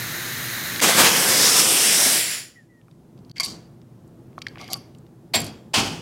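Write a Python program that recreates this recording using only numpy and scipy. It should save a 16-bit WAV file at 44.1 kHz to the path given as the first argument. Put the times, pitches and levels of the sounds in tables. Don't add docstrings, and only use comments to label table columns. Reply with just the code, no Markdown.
import sys
import numpy as np
from scipy import signal
from scipy.fft import rfft, irfft
from scipy.io import wavfile
from scipy.ndimage import map_coordinates

SR = 44100
rng = np.random.default_rng(int(sys.argv[2]) if len(sys.argv) > 2 else 0)


def convert_level_to_amplitude(level_db):
    exponent = np.asarray(level_db, float) / 20
    return 10 ** exponent


def digitize_waveform(pressure):
    field = np.atleast_2d(pressure).T
    bounded = np.clip(field, -1, 1)
    quanta = np.round(bounded * 32767).astype(np.int16)
    wavfile.write(sys.argv[1], SR, quanta)


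N = 265305
TIME_S = np.arange(N) / SR


def rms_one(x):
    return x / np.sqrt(np.mean(x ** 2) + 1e-20)


def curve(rows):
    seconds, values = np.transpose(rows)
    return np.interp(TIME_S, seconds, values)


def at_hz(points, hz):
    table_hz, values = np.transpose(points)
    return np.interp(np.log(hz), np.log(table_hz), values)


def coloured(white, spectrum, peaks=()):
    hz = np.maximum(np.fft.rfftfreq(len(white), 1 / SR), 1)
    db = at_hz(spectrum, hz)
    for centre, width, lift in peaks:
        db = db + lift / (1 + (2 * (hz - centre) / width) ** 2)
    return rms_one(irfft(rfft(white) * convert_level_to_amplitude(db), len(white)))


def drift(rate):
    knots = rng.standard_normal(int(N / SR * rate) + 2)
    return np.interp(TIME_S * rate, np.arange(len(knots)), knots)


def band(x, low_hz, high_hz):
    sos = signal.butter(2, [low_hz, min(high_hz, .45 * SR)], "band", fs=SR, output="sos")
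    return signal.sosfilt(sos, x)


def swell(s, rise, hold, fade):
    ms = 1000 * (TIME_S - s)
    return np.clip(ms / rise, 0, 1) ** 2 * np.exp(-np.clip(ms - rise - hold, 0, None) / fade)


def ring(force, hz, t60):
    r, w = convert_level_to_amplitude(-60 / (t60 * SR)), 2 * np.pi * hz / SR
    return signal.lfilter([.5, 0, -.5], [1, -2 * r * np.cos(w), r * r], force + 1e-18)


def jet():
    # time in seconds, level in dB.
    levels = [(0.81, -34), (0.818, -19.5), (0.84, -14.5), (1.074, -15), (1.13, -17), (1.4, -15.5),
              (2.136, -17), (2.27, -23.5), (2.39, -30.5), (2.534, -60), (2.66, -77)]
    # time in seconds, stage (0 full, 1 half, 2 spent).
    emptying = [(.8, 0.), (1.09, 0.12), (1.2, 0.63), (1.5, 0.8), (2.15, 1.05), (2.3, 1.75), (2.4, 1.8)]
    # time in seconds, pitch ratio.
    creep = [(1.1, .95), (1.7, 1.), (2.15, 1.04), (2.32, 1.005), (2.6, .985)]
    # frequency in Hz, relative level in dB per Hz.
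    full_colour = [(53, -45.5), (90, -16.5), (188, -1.5), (260, -3), (499, 0.5), (647, -3.5), (737, -0.5),
                   (1350, -4.5), (1570, -3.5), (3660, -3.5), (6580, -5), (14400, -12.5), (16000, -18.5)]
    half_colour = [(53, -44.5), (90, -20.5), (219, -3.5), (385, -7.5), (721, -6), (821, -8), (998, -9),
                   (1830, -5.5), (3430, -1.5), (4170, -5.5), (5300, 2.5), (6720, -3.5), (8350, 0),
                   (12300, -6), (16000, -16)]
    spent_colour = [(240, -43), (400, -16), (1230, -20.5), (1870, -3), (3530, -9.5), (5430, -3.5),
                    (6240, -14), (7280, 0.5), (7870, -12), (10500, -13.5), (16000, -18.5)]
    # frequency in Hz, width in Hz, lift in dB.
    port = [(4800, 700, 1.6), (1943, 850, 2), (7000, 220, 5), (8500, 500, 3.3), (10400, 350, 18)]
    stage = curve(emptying)
    white = rng.standard_normal((3, N))
    full = coloured(white[0], full_colour)
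    half = coloured(white[1], half_colour)
    spent = coloured(white[2], spent_colour, port)

    read_at = [np.cumsum(curve(creep))]
    half = map_coordinates(half, read_at, order=5, mode="wrap")
    spent = map_coordinates(spent, read_at, order=5, mode="wrap")
    air = 0
    for k, sound in enumerate([full, half, spent]):
        air = air + np.sqrt(np.clip(1 - abs(stage - k), 0, 1)) * sound

    # 2 dB, later 0.8 dB
    surge_db = (0.8 + 1.2 * np.clip(1 - stage, 0, 1)) * drift(30)
    spectrum = rfft(air)
    band_number = np.round(2 * np.log2(np.fft.rfftfreq(N, 1 / SR) / 400 + 1))
    fluttering = 0
    for k in range(12):
        flutter_db = surge_db + 1.48 * drift(6.36) + 0.62 * drift(30)
        fluttering = fluttering + irfft(spectrum * (band_number == k), N) * convert_level_to_amplitude(flutter_db)
    on = (TIME_S >= levels[0][0]) & (TIME_S <= levels[-1][0])
    return on * convert_level_to_amplitude(curve(levels)) * fluttering


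def squeaks():
    # start in seconds, level in dB, length in ms, starting pitch in Hz, fall in Hz per second.
    whistles = [(2.548, -49, 47, 2016, 3380), (2.67, -62, 125, 2040, 1500)]
    rise_share, fade_ms = 0.28, 17.4
    out = 0
    for s, db, ms, hz, fall in whistles:
        shape = swell(s, rise_share * ms, (1 - rise_share) * ms, fade_ms)
        pitch = hz - fall * np.clip(TIME_S - s, 0, 2 * ms / 1000)
        pitch = pitch + 15 * drift(50)
        breath = 1 + 0.22 * rms_one(band(rng.standard_normal(N), 19, 153))
        out = out + shape * breath * convert_level_to_amplitude(db) * np.sin(2 * np.pi * np.cumsum(pitch) / SR)
    return out


def slaps():
    # start in seconds, level in dB, rise in ms, hold in ms, fade in ms.
    palms = [(5.334, -19.5, 5.7, 12.6, 22), (5.733, -17.5, 9.1, 23.7, 68.5)]
    # frequency in Hz, relative level in dB per Hz.
    colours = [
        [(180, -41.5), (300, -12), (749, 3), (1320, -14.5), (2100, -2), (2520, -6), (4440, -4.5), (6740, -17),
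         (7570, -14), (16000, -22)],
        [(180, -45), (300, -9), (502, -16), (814, -3.5), (1690, -14), (3030, -4.5), (3950, -13), (4520, -9),
         (8360, -16.5), (16000, -36)],
    ]
    ring_dbs = [-24, -43]
    room_dbs = [-17, -13.5]
    screw_dbs = [-26.5, -63]
    # frequency in Hz, relative level in dB, time to fall 60 dB in seconds.
    screws = [(4330, -15, 0.16), (4600, -24.5, .18), (7200, -20, 0.11), (7570, -1, 0.093)]
    out = np.zeros(N)
    for (s, db, rise, hold, fade), colour, ring_db, room_db, screw_db in zip(
            palms, colours, ring_dbs, room_dbs, screw_dbs):
        shape = swell(s, rise, hold, fade)
        white = rng.standard_normal(N)
        force = shape * white
        at = round(s * SR)
        rattle = convert_level_to_amplitude(db + 2.0 * drift(59)) * shape * coloured(white, colour)
        rattle += convert_level_to_amplitude(db + ring_db) * cover_ring([at], [force[at:at + SR // 4]], [3500])
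        screw_ring = sum(convert_level_to_amplitude(level_db) * ring(force, hz, t60) for hz, level_db, t60 in screws)
        rattle += convert_level_to_amplitude(db + screw_db) * screw_ring
        out += rattle + convert_level_to_amplitude(room_db) * room(rattle)
    return out


def cover_ring(starts, forces, centres):
    # frequency in Hz, relative level in dB, time to fall 60 dB in seconds.
    modes = [(740, -6, .05), (1109, -5, .045), (1744, -14, .025), (2175, -5, .03), (2340, -10, .04),
             (3210, -12, .02), (4190, -10, .025), (4480, -3, .018), (4630, 0, .028), (4800, -7, .015),
             (5500, -12, .015), (7250, -14, .025), (8250, -18, .02), (10800, -16, .025), (11700, -20, .02),
             (12800, -20, .02)]
    chance = 2.0 * rng.standard_normal((len(starts), len(modes)))
    out = 0
    for k, (hz, db, t60) in enumerate(modes):
        train = np.zeros(N + SR)
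        for at, force, centre, chance_db in zip(starts, forces, centres, chance[:, k]):
            feed_db = chance_db - 13.0 * abs(np.log2(hz / centre))
            train[at:at + len(force)] += convert_level_to_amplitude(feed_db) * force
        out = out + convert_level_to_amplitude(db) * ring(train[:N], hz, t60)
    return out


def contacts():
    # start in seconds, peak in dB, centre in Hz,
    # bright edge in dB beside the peak, force on the cover in dB beside the peak.
    knocks = [(3.297, -54, 3670, -16, 11.5), (3.314, -49, 4450, -17, 8), (3.368, -32, 4520, -24, -6),
              (3.382, -38, 4600, -19, 7), (3.399, -33.5, 3600, 5, 21), (3.405, -34.5, 3570, 17, -11),
              (3.408, -31, 2200, -15, 10), (3.435, -34, 4600, 2, -9), (3.449, -28.5, 4630, 13.5, -8),
              (3.46, -24, 4660, -1, -11), (4.38, -23.5, 1220, -39, -7), (4.388, -44, 5400, -21, -7),
              (4.418, -25, 3000, -30, -5), (4.42, -25, 5500, -32, -21), (4.467, -18, 2180, -45, -14),
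              (4.469, -26, 4600, -27, -13.5), (4.484, -43, 4640, -22, 2), (4.557, -33.5, 1800, -30, -12),
              (4.573, -33, 1200, -33, -19), (4.583, -33, 3400, -26, -12), (4.599, -38, 2500, -22, -12),
              (4.613, -41, 4420, -8, 5.5), (4.643, -38, 4300, -8, -6), (4.679, -35, 3500, -9, -4),
              (4.687, -36, 1800, -11, -14), (4.702, -33, 5500, -13, -19), (4.726, -30, 4600, -12, -4),
              (4.732, -15, 5040, 0, -15), (4.74, -24.5, 4440, -11, 0)]
    # start in seconds, peak in dB, centre in Hz.
    ticks = [(.761, -17, 4030), (0.796, -18, 2500), (.802, -11.5, 3500), (2.814, -52.5, 2490),
             (2.883, -48, 1270), (2.912, -49.5, 3740), (3.177, -53, 4280), (3.19, -54, 4320),
             (3.249, -51, 4400), (3.816, -51, 3800), (4.077, -53, 9030), (4.33, -53, 2980),
             (4.949, -43.5, 3510), (4.985, -47.5, 8500), (5.066, -49, 3550)]
    # start in seconds, peak in dB.
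    chinks = [(4.766, -41), (4.773, -43), (5.349, -21), (5.355, -15.5), (5.403, -21), (5.417, -27),
              (5.444, -27), (5.451, -34), (5.465, -33), (5.481, -42), (5.918, -47)]
    rows = list(knocks)
    rows += [(s, db, hz, -13, -13.5) for s, db, hz in ticks]
    rows += [(s, db, 10350, -5, 3) for s, db in list(chinks) + jiggle(count=8)]
    cracks, starts, forces = np.zeros(N + SR), [], []
    t = np.arange(1500) / SR
    for s, db, hz, edge_db, ring_db in rows:
        decay_ms = 1.7 * (hz / 3000) ** 0.36
        burst = rng.standard_normal(len(t)) * np.exp(-t * 1000 / decay_ms)
        burst[0] = 3.0
        body = band(band(burst, hz / 1.8, hz * 4.1), hz / 2.0, hz * 1.1)
        edge = band(band(burst, 7000, 13000), 7000, 13000)
        crack = body / abs(body).max() + convert_level_to_amplitude(edge_db) * edge / abs(edge).max()
        at = round(s * SR)
        cracks[at:at + len(t)] += convert_level_to_amplitude(db) * crack
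        starts.append(at)
        forces.append(convert_level_to_amplitude(db + ring_db) * burst / np.sqrt(np.sum(burst ** 2)))
    return cracks[:N] + cover_ring(starts, forces, np.array(rows)[:, 2])


def jiggle(count):
    from_s, to_s, lowest_db, spread_db = 4.6, 4.76, -51, 3
    when, size = rng.random((count, 2)).T
    return list(zip(from_s + (to_s - from_s) * when, lowest_db - spread_db * np.log(size)))


def scrapes():
    # start in seconds, level in dB, length in ms, fade in ms, centre in Hz.
    drags = [(3.35, -56, 75, 8.8, 4500), (3.357, -41, 26, 9.7, 2190), (3.398, -24, 10, 6.3, 4270),
             (3.396, -32.5, 14, 39, 1060), (3.4, -29, 12, 20, 2300), (3.431, -28, 12, 45, 4600),
             (4.585, -42.5, 40, 89, 2370), (4.597, -35.5, 18, 33, 705), (4.687, -36.5, 73, 12, 690),
             (4.7, -40, 28, 9.8, 4400), (5.4, -43, 68, 30, 4440)]
    rise_share = 0.11
    sizes = convert_level_to_amplitude(1.34 * np.minimum(rng.exponential(1, N), 4)) * rng.choice([-1, 1], N)
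    grit = rms_one(sizes * (rng.random(N) < 4000 / SR))
    direct, starts, forces = 0, [], []
    for s, db, ms, fade, hz in drags:
        shape = swell(s, rise_share * ms, (1 - rise_share) * ms, fade)
        force = convert_level_to_amplitude(db + 1.3 * drift(59)) * shape * grit
        direct = direct + band(force, hz / 1.31, hz * 1.69)
        at = round(s * SR)
        starts.append(at)
        forces.append(force[at:at + SR // 3])
    return direct + convert_level_to_amplitude(-22) * cover_ring(starts, forces, np.transpose(drags)[-1])


def bench():
    # frequency in Hz, relative level in dB, time to fall 60 dB in seconds.
    modes = [(70, -35, .1), (109, 1.5, 0.2), (164, 7, 0.084), (217.4, 5.5, 0.15), (272, 4, 0.046),
             (374, -7, 0.043)]
    # start in seconds, level in dB, rise in ms, hold in ms, fade in ms.
    shudders = [(3.44, -41, 32, 76, 86), (4.42, -50, 51, 320, 100), (5.345, -30.5, 17, 71, 79),
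                (5.746, -25.5, 35, 35, 110)]
    white = rng.standard_normal(N)
    rumble = rms_one(sum(convert_level_to_amplitude(db) * ring(white, hz, t60) for hz, db, t60 in modes))
    return rumble * sum(convert_level_to_amplitude(db) * swell(s, rise, hold, fade) for s, db, rise, hold, fade in shudders)


def leak():
    # frequency in Hz, relative level in dB per Hz.
    colour = [(180, -33.5), (300, -10), (1030, -6.5), (1840, 0.5), (2740, -7.5), (6520, -12.5), (7950, -13),
              (14000, -9), (16000, -16.5)]
    # frequency in Hz, width in Hz, lift in dB.
    pipe = [(1800, 1000, 5.5), (3980, 980, 10), (5200, 250, 2.5), (6530, 1600, 9.5), (8550, 560, 4),
            (10900, 590, 8), (12300, 500, 2.5), (14270, 1500, 8)]
    on = TIME_S < 0.806
    level_db = -30 + 0.9 * drift(3.78) + 0.5 * drift(33)
    return on * convert_level_to_amplitude(level_db) * coloured(rng.standard_normal(N), colour, pipe)


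def room(x):
    # frequency in Hz, time in seconds.
    t60s = [(100, 0.76), (400, 0.55), (1500, 0.46), (5000, 0.41), (15000, 0.35)]
    t = np.arange(SR) / SR
    white = rng.standard_normal(SR)
    echoes = 0
    for low in 60 * 2. ** np.arange(9):
        t60 = at_hz(t60s, np.sqrt(2) * low)
        echoes = echoes + band(white, low, 2 * low) * convert_level_to_amplitude(-60 * t / t60)
    echoes = band(echoes, 70, 7100)
    echoes = echoes * np.clip((t - .004) / 0.02, 0, 1)
    return signal.fftconvolve(x, echoes / np.sqrt(np.sum(echoes ** 2)))[:N]


def hum():
    # time in seconds, level in dB.
    levels = [(0.0, -39.5), (0.8, -38), (1.6, -41.5), (2.1, -46.5), (2.61, -54), (3.3, -46), (3.8, -48.5),
              (4.3, -45.5), (4.75, -43), (5.15, -48), (5.45, -45.5), (5.83, -44.5), (6.02, -41)]
    # frequency in Hz, relative level in dB per Hz.
    colour = [(12, -70), (20, -39), (49, -16.5), (86, -16), (123, -3), (210, -10.5), (255, -7.5),
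              (301, -17.5), (337, -12.5), (367, -14.5), (678, -24.5), (802, -26), (2320, -44), (8180, -51),
              (16000, -51.5)]
    # frequency in Hz, width in Hz, lift in dB.
    drones = [(113, 12, 4), (172, 37, 2.5), (331, 14, 10.5)]
    level_db = curve(levels) + 0.91 * drift(1.9)
    return convert_level_to_amplitude(level_db) * coloured(rng.standard_normal(N), colour, drones)


def hiss():
    return convert_level_to_amplitude(-75) * rms_one(band(rng.standard_normal(N), 1500, 12000))


def scene():
    air = leak() + jet() + squeaks()
    touches = contacts() + scrapes()
    echoes = convert_level_to_amplitude(-18.5) * room(air) + convert_level_to_amplitude(-23) * room(touches)
    silent_s, fade_in_s = 3.317, 0.075
    fade = np.where(TIME_S < silent_s, 1, np.clip((TIME_S - silent_s) / fade_in_s, 0, 1))
    fading = fade * (touches + echoes + hum() + hiss())
    return np.tile(air + slaps() + bench() + fading, (2, 1))


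def low_pass(x):
    return signal.sosfilt(signal.butter(12, 17050, fs=SR, output="sos"), x)


def record(dry):
    top_cut = signal.cheby2(24, 50, 16100, fs=SR, output="sos")
    mix = signal.sosfilt(top_cut, dry)
    return low_pass(mix)


dry = scene()
out = record(dry)
digitize_waveform(out)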